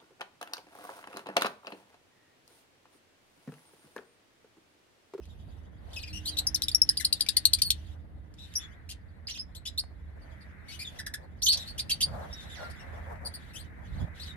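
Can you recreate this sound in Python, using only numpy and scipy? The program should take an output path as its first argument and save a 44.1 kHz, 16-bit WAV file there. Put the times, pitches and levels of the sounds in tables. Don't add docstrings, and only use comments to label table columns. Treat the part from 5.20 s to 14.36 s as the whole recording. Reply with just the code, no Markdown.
import sys
import numpy as np
from scipy import signal
from scipy.fft import rfft, irfft, next_fast_len
from scipy.io import wavfile
from scipy.ndimage import map_coordinates

SR = 44100
rng = np.random.default_rng(int(sys.argv[2]) if len(sys.argv) > 2 else 0)


def master(y):
    cut = np.clip(np.atleast_2d(y).T, -1, 1)
    pcm = np.round(cut * 32767)
    wavfile.write(sys.argv[1], SR, pcm.astype(np.int16))


N = 403956

# (time_s, level_db)
RUMBLE_LEVEL = [(0.0, -61.5), (1.12, -57), (3.75, -62), (5.15, -60), (6.38, -58.5), (6.89, -53.5),
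                (7.14, -57), (9.16, -57.5)]


def amp(db):
    return 10 ** (np.asarray(db) / 20)


def unit(x):
    return x / np.sqrt(np.mean(x ** 2) + 1e-20)


def along(points, hz):
    f, v = np.transpose(points)
    return np.interp(np.log(hz + 1), np.log(f + 1), v)


def curves(rows, t=None):
    if t is None:
        t = np.arange(N) / SR
    s, *cols = np.transpose(rows)
    return [np.interp(t, s, c) for c in cols]


def swells(rows, order=2):
    t = np.arange(N) / SR
    return sum(amp(db) * np.exp(-np.abs(2 * (t - s) / length) ** order) for s, length, db in rows)


def wobble(rate, size):
    points = rng.standard_normal(int(size * rate / SR) + 4)
    return map_coordinates(points, [np.arange(size) * rate / SR])


def filtered(x, response):
    m = next_fast_len(N + SR // 2)
    return irfft(rfft(x, m) * response(np.fft.rfftfreq(m, 1 / SR)), m)[..., :N]


def bandpass(x, edges_hz, order):
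    return signal.sosfilt(signal.butter(order, edges_hz, 'band', fs=SR, output='sos'), x)


def noise(colour):
    # (frequency_hz, likeness)
    likeness = [(60, 0.56), (150, 0.11), (300, 0.67), (600, -0.2), (1200, -0.037), (4000, -0.02)]

    def response(hz):
        turn = np.arccos(np.clip(along(likeness, hz), -1, 1)) / 2
        return amp(along(colour, hz)) * [np.cos(turn), np.sin(turn)]

    mid, side = filtered(rng.standard_normal((2, N)), response)
    return unit(np.array([mid + side, mid - side]))


def tone(hz, waver):
    return np.sqrt(2) * np.sin(2 * np.pi * np.cumsum(hz * (1 + waver * wobble(10, N))) / SR)


def add(track, s, sound):
    part = track[:, max(round(s * SR), 0):][:, :sound.shape[1]]
    part += sound[:, :part.shape[1]]


def tail(decay):
    hz, t, z = signal.stft(rng.standard_normal((2, SR // 3)), SR, nperseg=256)
    t60 = np.maximum(along(decay, hz), .01)[:, None]
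    echo = signal.istft(z * amp(-60 * t / t60), SR, nperseg=256)[1]
    return echo / np.linalg.norm(echo[0])


def placed(sound, pan_db, boxes_db, roof_db, gap=.002, walls_db=-9, reach=.016, count=5):
    # (frequency_hz, decay_s)
    box_decay = [(1500, 0.18), (5000, 0.074), (10000, 0.079), (15000, 0.045)]
    roof_decay = [(1500, .36), (5000, .27), (10000, .2), (15000, .12)]
    echoes = amp(boxes_db) * tail(box_decay) + amp(roof_db) * tail(roof_decay)
    paths = np.pad(echoes, ((0, 0), (int(gap * SR) + 4, 0)))
    paths[[0, 1], [0, 3]] += 1
    delay = gap + reach * rng.random((2, count))
    paths[[[0], [1]], (delay * SR).astype(int)] += amp(walls_db) * np.exp(-delay / reach)
    heard = signal.fftconvolve(sound[None], paths, axes=1)
    heard *= np.linalg.norm(sound) / np.linalg.norm(heard, axis=1, keepdims=True)
    return unit(amp([[pan_db / 2], [-pan_db / 2]])) * heard


def syrinx(hz, treble_db, rough, jitter=0.1, flutter_db=5, doubling=0.794, rasp_rad=0.78, tilt=1.8,
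           split_hz=7300):
    # (frequency_hz, gain_db)
    beak_colour = [(900, 25), (1500, 1), (1900, -9), (2600, 1), (3500, -4), (4600, 13.5), (5800, 8.5),
                   (7500, -7), (9500, -0.5), (11000, -4.5), (13000, -1.5), (15500, -12)]
    size = len(hz)
    rough = np.clip(rough, 0, 1)
    phase = 2 * np.pi * np.cumsum(hz * (1 + jitter * rough * wobble(650, size))) / SR
    k = np.arange(2, 19)[:, None] / 2
    partial_hz = k * hz
    weight = np.where(k % 1, doubling * rough ** 1.9, 1) * k ** -tilt
    weight = weight * amp(along(beak_colour, partial_hz)) * (partial_hz < SR / 2.5)

    def share(w):
        return w / np.sqrt(np.sum(w ** 2, axis=0) + 1e-12)

    high = (1 + np.tanh((partial_hz - split_hz) / 400)) / 2
    weight = share(weight * (1 - high)) + amp(treble_db) * share(weight * high)
    rasp = rasp_rad * rough ** 2 * wobble(3200, size)
    voice = np.sqrt(2) * np.sum(weight * np.sin(k * (phase + rasp)), axis=0)
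    return voice * unit(amp(flutter_db * rough * wobble(600, size)))


def radiated(note, pitch_hz, top_hz, below=0.71, order=3):
    return bandpass(note, [below * np.min(pitch_hz), top_hz], order)


def gate(t, length, attack, release):
    opening = np.sin(np.pi / 2 * np.clip(t / attack, 0, 1))
    closing = np.sin(np.pi / 2 * np.clip((length - t) / release + .5, 0, 1)) ** 2
    return opening * closing


def hum(hum_hz=75, line_db=-2.0, noise_db=2):
    # (time_s, level_db)
    hum_level = [(0.0, -51.5), (1.45, -48), (2.04, -55), (2.45, -45), (3.06, -52.5), (3.72, -53),
                 (5.05, -50), (5.31, -53.5), (6.3, -51.5), (6.94, -48), (7.3, -53), (8.04, -46),
                 (8.16, -54), (8.47, -50.5), (8.75, -51), (9.16, -50)]
    # (frequency_hz, gain_db)
    hum_colour = [(13, -38), (22, -21.5), (54, 1), (70, -0.5), (86, 2.5), (140, -22), (180, -45.5),
                  (310, -120)]
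    parts = amp(noise_db) * noise(hum_colour) + amp(line_db) * tone(hum_hz, .045)
    return amp(curves(hum_level)[0]) * parts


def rumble(gain_db=4):
    # (frequency_hz, gain_db)
    rumble_colour = [(65, -36), (110, -3), (178, -5), (274, -13.5), (306, -14.5), (404, -20.5), (480, -19),
                     (620, -48), (1060, -120)]
    return amp(curves(RUMBLE_LEVEL)[0]) * amp(gain_db) * noise(rumble_colour)


def bumps(gain_db=1):
    # (middle_s, length_s, level_db)
    bump_list = [(.28, 0.071, -48), (.95, 0.085, -46), (2.47, 0.15, -48), (6.36, 0.071, -48.5),
                 (6.92, 0.151, -42.5), (7.99, 0.2, -51.5), (8.77, 0.14, -37), (8.83, 0.034, -29.5)]
    # (frequency_hz, gain_db)
    bump_colour = [(15, -32.5), (45, -5.5), (75, -0.5), (120, -5.5), (170, -7), (260, -23), (450, -35.5),
                   (900, -81.5)]
    return swells(bump_list) * amp(gain_db) * noise(bump_colour)


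def air_rush(gain_db=2):
    # (time_s, level_db)
    rush_level = [(0.0, -79), (1.33, -61.5), (1.73, -67), (2.37, -64.5), (2.93, -76), (3.21, -73),
                  (3.44, -57.5), (3.7, -69.5), (4.82, -70), (5.18, -61), (5.41, -60), (6.25, -69),
                  (6.4, -58.5), (6.71, -65.5), (7.5, -54), (8.47, -61), (8.9, -59), (9.16, -57)]
    # (frequency_hz, gain_db)
    rush_colour = [(800, -13), (1200, -6), (1550, 0.5), (2000, 2.5), (2500, -10.5), (3500, -37),
                   (6000, -36)]
    return amp(curves(rush_level)[0]) * amp(gain_db) * noise(rush_colour)


def shuffling(gain_db=2.5, stir_db=-6):
    # (middle_s, length_s, level_db)
    scuff_list = [(.3, 0.146, -65), (.73, 0.13, -59), (1.22, 0.18, -59), (5.1, 0.227, -64),
                  (5.76, .1, -60.5), (6.03, 0.089, -60), (6.38, 0.17, -59.5), (6.99, 0.2, -45.5),
                  (7.27, 0.055, -57.5), (7.43, .12, -49), (7.65, .08, -55.5), (7.77, .12, -51.5),
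                  (7.92, .12, -48), (8.06, 0.0775, -51.5), (8.62, 0.081, -57), (8.82, 0.153, -53.5)]
    # (frequency_hz, gain_db)
    shuffle_colour = [(250, -32), (430, -9.5), (550, -0.5), (660, -0.5), (950, -6.5), (1300, -12.5),
                      (1700, -14.5), (2600, -39.5)]
    stir = amp(stir_db) * amp(curves(RUMBLE_LEVEL)[0])
    level = np.hypot(amp(gain_db) * swells(scuff_list), stir)
    return level * amp(2.3 * wobble(60, N)) * noise(shuffle_colour)


def background():
    low = hum() + rumble() + bumps()
    return low * amp([[-2.3], [1.7]]) + (shuffling() + air_rush()) * amp([[1], [-1]])


def drone(drone_hz=305, start_s=.87, attack_s=0.034, level_db=-58, fade_db_per_s=6):
    age = np.maximum(np.arange(N) / SR - start_s, 0)
    return np.minimum(age / attack_s, 1) * amp(level_db - fade_db_per_s * age) * tone(drone_hz, 0.006)


def taps(click_db=-9, knock_db=-7, click_t60=0.01, knock_t60=0.013):
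    # (start_s, level_db, knock_level_db)
    tap_list = [(0.055, -41.5, -21), (3.14, -41, -15), (3.339, -30.5, -33), (4.175, -31, -11),
                (4.638, -44, 2), (6.884, -44, 9), (7.207, -36, -30), (7.957, -50, 14.5)]
    track, t = np.zeros((2, N)), np.arange(SR // 20) / SR

    def burst(band_hz):
        return unit(bandpass(rng.standard_normal(len(t)), band_hz, 2))

    for s, db, wood_db in tap_list:
        tick = amp(click_db) * burst([2000, 9000]) * amp(-60 * t / click_t60)
        knock = amp(knock_db + wood_db) * burst([400, 1600]) * amp(-60 * t / knock_t60)
        add(track, s, placed(amp(db) * (tick + knock), 0, boxes_db=-29, roof_db=-14.0))
    return track


def flock(twitter_db=-2.0, hiss_db=-9.0, quiet_db=-86, lull_db=-78):
    # (middle_s, length_s, level_db)
    bout_list = [(.22, 0.42, -68), (.92, 0.58, -61.5), (1.85, 1.5, -58), (2.68, .14, -65),
                 (3.33, 0.29, -58.5), (5.15, 0.31, -73.5), (5.64, .32, -53), (6.4, 0.21, -52.5),
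                 (6.72, 0.56, -62), (7.31, 0.54, -56), (7.75, 0.323, -67), (8.3, 0.35, -60.5),
                 (8.76, 0.22, -64), (9.04, .17, -53.5)]
    # (frequency_hz, gain_db)
    hiss_colour = [(1500, -25), (2600, -1), (3800, -4), (5500, -16.5), (7200, -21.5), (9500, -13.5),
                   (12500, -15.5), (16000, -30)]
    voice = syrinx(3550 * np.exp(.15 * wobble(70, N)), treble_db=-12, rough=.4)
    voice = voice * amp(5.5 * wobble(34, N))
    twitter = unit(placed(voice, 0, boxes_db=8.5, roof_db=-4)[:, :N])
    level = amp(lull_db) + swells(bout_list, order=6)
    hiss = (level * amp(hiss_db) + amp(quiet_db)) * noise(hiss_colour)
    return level * amp(twitter_db) * twitter + hiss


def sharp_call(s, length, top_hz, db):
    # (share_of_length, pitch_ratio, level_db, treble_db, roughness_0_to_1)
    sharp_shape = [(0, .56, -11, -6, 0.6), (.27, .72, -7.5, -1, .42), (0.469, .82, -9, -5.5, 1),
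                   (.64, 1, 2.5, -12, .25), (1, 0.95, -16, -0.5, 0.2)]
    return [(s + share * length, ratio * top_hz, db + level_db, treble_db, rough)
            for share, ratio, level_db, treble_db, rough in sharp_shape]


def phrases(gain_db=1.0):
    # (time_s, pitch_hz, level_db, treble_db, roughness_0_to_1)
    soft_warble = [(0.73, 3080, -46, -10, 0.56), (0.752, 4800, -61, 2, 0.1),
                   (0.766, 2620, -36.5, -15, 0.02), (0.785, 2450, -43, -11, 0.07),
                   (0.797, 4750, -51, -16, 0.46), (0.826, 3900, -51.5, 1.5, 0),
                   (0.836, 2365, -37.5, -41, 0.1), (0.86, 2820, -68.5, -7, 0.54),
                   (0.885, 2420, -40, -16, 0.4)]
    warble = [(4.07, 4263, -31, -17, .25), (4.077, 5194, -43.5, -17, 0.493), (4.083, 2584, -45, -13, 0.95),
              (4.104, 3066, -38, -11.5, 0.37), (4.113, 5634, -38, -26, 0.09),
              (4.134, 6000, -55, -22, 0.046), (4.141, 3850, -46, -15, 0.088),
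              (4.156, 2434, -44.5, -12, .12), (4.174, 3550, -44, -20, 0.14), (4.182, 5300, -50, -33, .08),
              (4.196, 4926, -35.5, -18, .06), (4.214, 5398, -36.5, -17, 0.049)]
    screech = [(6.219, 3290, -33, -7, 0.6), (6.227, 5500, -27.5, -5.5, 0.4), (6.24, 6434, -28.5, -19, 0.45),
               (6.257, 6306, -32.5, 0, 0.23), (6.267, 3100, -20, -12, 0.38),
               (6.277, 2979, -26, -13.5, 0.062), (6.286, 4280, -18.5, -10.5, 0.3),
               (6.315, 4555, -24.5, -18.5, 0.28), (6.33, 4744, -27.5, -6.5, 1),
               (6.345, 4446, -24, -26, 0.38)]
    peep = [(3.353, 4506, -36, -9, 0.27), (3.358, 5289, -27.5, -10.5, 0.25), (3.363, 5880, -25, -21, 0.125),
            (3.37, 5599, -36, -1, 0.058), (3.382, 5504, -34, -4, 0.054)]
    falling_whistle = [(7.295, 3750, -54, -6, .2), (7.345, 3450, -50, -9, .08), (7.36, 2100, -49, -18, .06),
                       (7.385, 1500, -50, -22, .05), (7.41, 1405, -46, -25, .04),
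                       (7.47, 1390, -50, -16, .06)]
    rising_whistle = [(8.334, 2750, -55.5, -2.5, .4), (8.35, 2480, -53.5, 1.5, 0.35),
                      (8.365, 3145, -41, -10, 0.26), (8.39, 3790, -57.5, 1.5, 0.3),
                      (8.415, 4740, -48, -3, .3)]
    # (start_s, length_s, top_hz, level_db, left_over_right_db)
    sharp_list = [(6.578, .033, 4680, -28.5, -0.3), (6.694, .04, 4670, -23, -0.5),
                  (6.805, .041, 4890, -21, 0)]
    calls = [(soft_warble, 3.8), (warble, -1.7), (screech, -0.5), (peep, 0.9),
             (falling_whistle, -1.3), (rising_whistle, 6.9)]
    calls += [(sharp_call(*call), pan_db) for *call, pan_db in sharp_list]
    track = np.zeros((2, N))
    for rows, pan_db in calls:
        start, length = rows[0][0], rows[-1][0] - rows[0][0]
        t = np.arange(int((length + .004) * SR)) / SR
        hz, db, treble_db, rough = curves(rows, start + t)
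        note = amp(db + gain_db) * syrinx(hz, treble_db, rough)
        note = note * gate(t, length, attack=0.00256, release=0.0073)
        note = radiated(note, hz, top_hz=13504)
        add(track, start, placed(note, pan_db, boxes_db=-0.5, roof_db=-22.5))
    return track


def chirps(gain_db=1.13):
    # (start_s, length_s, pitch_hz, level_db, treble_db, left_over_right_db)
    rising = [(1.054, .047, 4471, -35.5, -6.5, 0.5), (1.168, 0.028, 4270, -33, -12.5, 6),
              (4.348, .024, 3950, -49, -3, 4.5), (4.453, .031, 3540, -39, -11.5, 3),
              (4.576, .025, 4405, -29.5, -7.5, 1), (5.517, 0.044, 2950, -50, -7, 9),
              (7.127, 0.014, 5650, -42, -16.5, 0), (8.996, .045, 4400, -45.5, -13, 7)]
    low_falling = [(1.697, 0.013, 1797, -43.5, 0.5, 4.5), (1.797, 0.016, 1935, -35, -1.5, 8.5),
                   (1.994, 0.011, 1700, -49.5, -3, 9), (2.088, 0.0098, 1716, -46, -15, 2),
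                   (2.163, 0.014, 1890, -40.5, -19, 10), (5.787, .016, 1780, -38.5, -8, 0),
                   (5.863, 0.0097, 1743, -34.5, -4.5, 1), (5.937, 0.01, 1750, -34.5, -3, 1)]
    arched = [(.893, 0.021, 4250, -52.5, -12, 2.5), (.928, 0.056, 2873, -43.5, -10.5, 6),
              (1.072, 0.027, 3255, -42, -8, 5), (3.183, 0.071, 3870, -52.5, -17, 6),
              (4.469, 0.011, 5000, -40, -16, -2), (5.015, 0.0211, 4535, -65, -10.5, 1),
              (5.207, 0.02, 4650, -60.5, -10, -5), (5.483, 0.0363, 2280, -48, -10, 5),
              (5.59, 0.044, 2410, -42, -6.5, 1.5), (6.392, 0.039, 3840, -43, -14, 2),
              (6.473, .04, 4565, -45, -10, 1), (8.049, 0.027, 4603, -39.5, -1, 4),
              (8.138, 0.021, 4500, -44, -1, 2)]
    hoarse = [(1.184, 0.011, 4193, -26, -4.5, 1), (2.062, .004, 2610, -33, -11.5, 3),
              (2.384, 0.00834, 2406, -40, -8.5, 3), (3.689, .034, 2987, -45.5, -3, 2),
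              (4.453, 0.018, 3013, -46.5, -7, -3), (6.369, 0.011, 3580, -35, -11, 1),
              (7.201, .04, 3920, -56, -9, 3), (7.497, .019, 4980, -56, -0.5, .5)]
    clear_sagging = [(1.112, 0.029, 4000, -46.5, -21, -9), (2.445, 0.037, 4443, -35, -5.5, 1),
                     (3.395, 0.056, 3460, -50, -34, 5), (5.647, 0.0336, 3530, -42, -32, 2),
                     (7.14, 0.083, 3704, -51.5, -19, 3), (7.592, .024, 2786, -56.5, -11, 4),
                     (9.074, .04, 3780, -49, -19, 3)]
    kinds = [(rising, .82, 1.07, .42), (low_falling, 1.13, .87, .3), (arched, .95, .93, .38),
             (hoarse, .9, .94, .82), (clear_sagging, 1.035, .97, .12)]
    track = np.zeros((2, N))
    for notes, start, end, rough in kinds:
        shape = np.polyfit([0, .5, 1], [start, 1, end], 2)
        for s, length, pitch_hz, db, treble_db, pan_db in notes:
            t = np.arange(int((length + 0.0035) * SR)) / SR
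            hz = pitch_hz * np.polyval(shape, t / t[-1])
            voice = syrinx(hz * (1 + 0.014 * wobble(150, len(t))), treble_db, rough)
            note = amp(db + gain_db) * voice * gate(t, length, attack=0.0041, release=0.0021)
            note = radiated(note, hz, top_hz=13500)
            far_db = -.3 * (db + 40)
            add(track, s, placed(note, pan_db, boxes_db=far_db - 3.5, roof_db=far_db - 20))
    return track


def chips(scoop_s=0.0026, gain_db=1.5, swell_db=4):
    # (start_s, length_s, start_hz, top_hz, level_db, left_over_right_db)
    chip_list = [(1.268, 0.0094, 6230, 5080, -24, 3.5), (1.345, 0.0069, 6020, 5240, -22, 9.5),
                 (1.358, .007, 3250, 4730, -34, 3.5), (1.42, .0025, 3202, 4270, -24, 6.5),
                 (1.433, 0.0098, 4430, 5150, -31.5, 1.5), (1.483, 0.0032, 3207, 4375, -24.5, 4),
                 (1.514, 0.0073, 4198, 4935, -37, -2.5), (1.547, .004, 5220, 5704, -15.5, 7),
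                 (1.617, .004, 5390, 5390, -12.5, 6.5), (1.69, 0.0041, 4840, 5450, -15, -2.5),
                 (1.771, 0.0074, 3730, 5180, -27.5, 0.5), (1.847, .008, 3890, 5020, -21, .5),
                 (1.926, 0.0075, 3660, 5020, -22, 5), (2.007, .006, 3590, 5020, -22, 5),
                 (2.087, 0.0057, 3600, 4880, -21, 9), (2.167, 0.0079, 3410, 4800, -19.5, 5),
                 (2.253, 0.0059, 3510, 4800, -16, 5), (2.333, 0.0077, 3370, 5060, -19.5, 4.5),
                 (2.418, 0.0068, 3330, 4950, -20, 3.5), (2.504, 0.0049, 3290, 4810, -19, 3.5)]
    track = np.zeros((2, N))
    for s, length, start_hz, top_hz, db, pan_db in chip_list:
        t = np.arange(int((length + 0.0048) * SR)) / SR
        unsettled = np.exp(-t / scoop_s)
        hz = top_hz + (start_hz - top_hz) * unsettled
        octaves = np.log2(top_hz / start_hz)
        treble_db = -9.5 + 13 * max(octaves, 0) - 4 * unsettled
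        rough = (0.12 + 0.39 * abs(octaves)) * (0.74 + 2.3 * unsettled)
        swell = swell_db * (np.sin(np.pi * np.clip(t / length, 0, 1)) - .5)
        note = amp(db + gain_db + swell) * syrinx(hz, treble_db, rough)
        note = note * gate(t, length, attack=.0006, release=.003)
        note = radiated(note, start_hz, top_hz=16500)
        add(track, s, placed(note, pan_db, boxes_db=-8.0, roof_db=-28.5))
    return track


def scene():
    return background() + drone() + taps() + flock() + phrases() + chirps() + chips()


def record(dry, limit_hz=16100):
    # (frequency_hz, gain_db)
    mic_response = [(20, -9), (45, 0.5), (13300, 1), (14500, -14), (16000, -10.5)]
    return filtered(dry, lambda hz: amp(along(mic_response, hz)) * (hz < limit_hz))


dry = scene()
out = record(dry)
master(out)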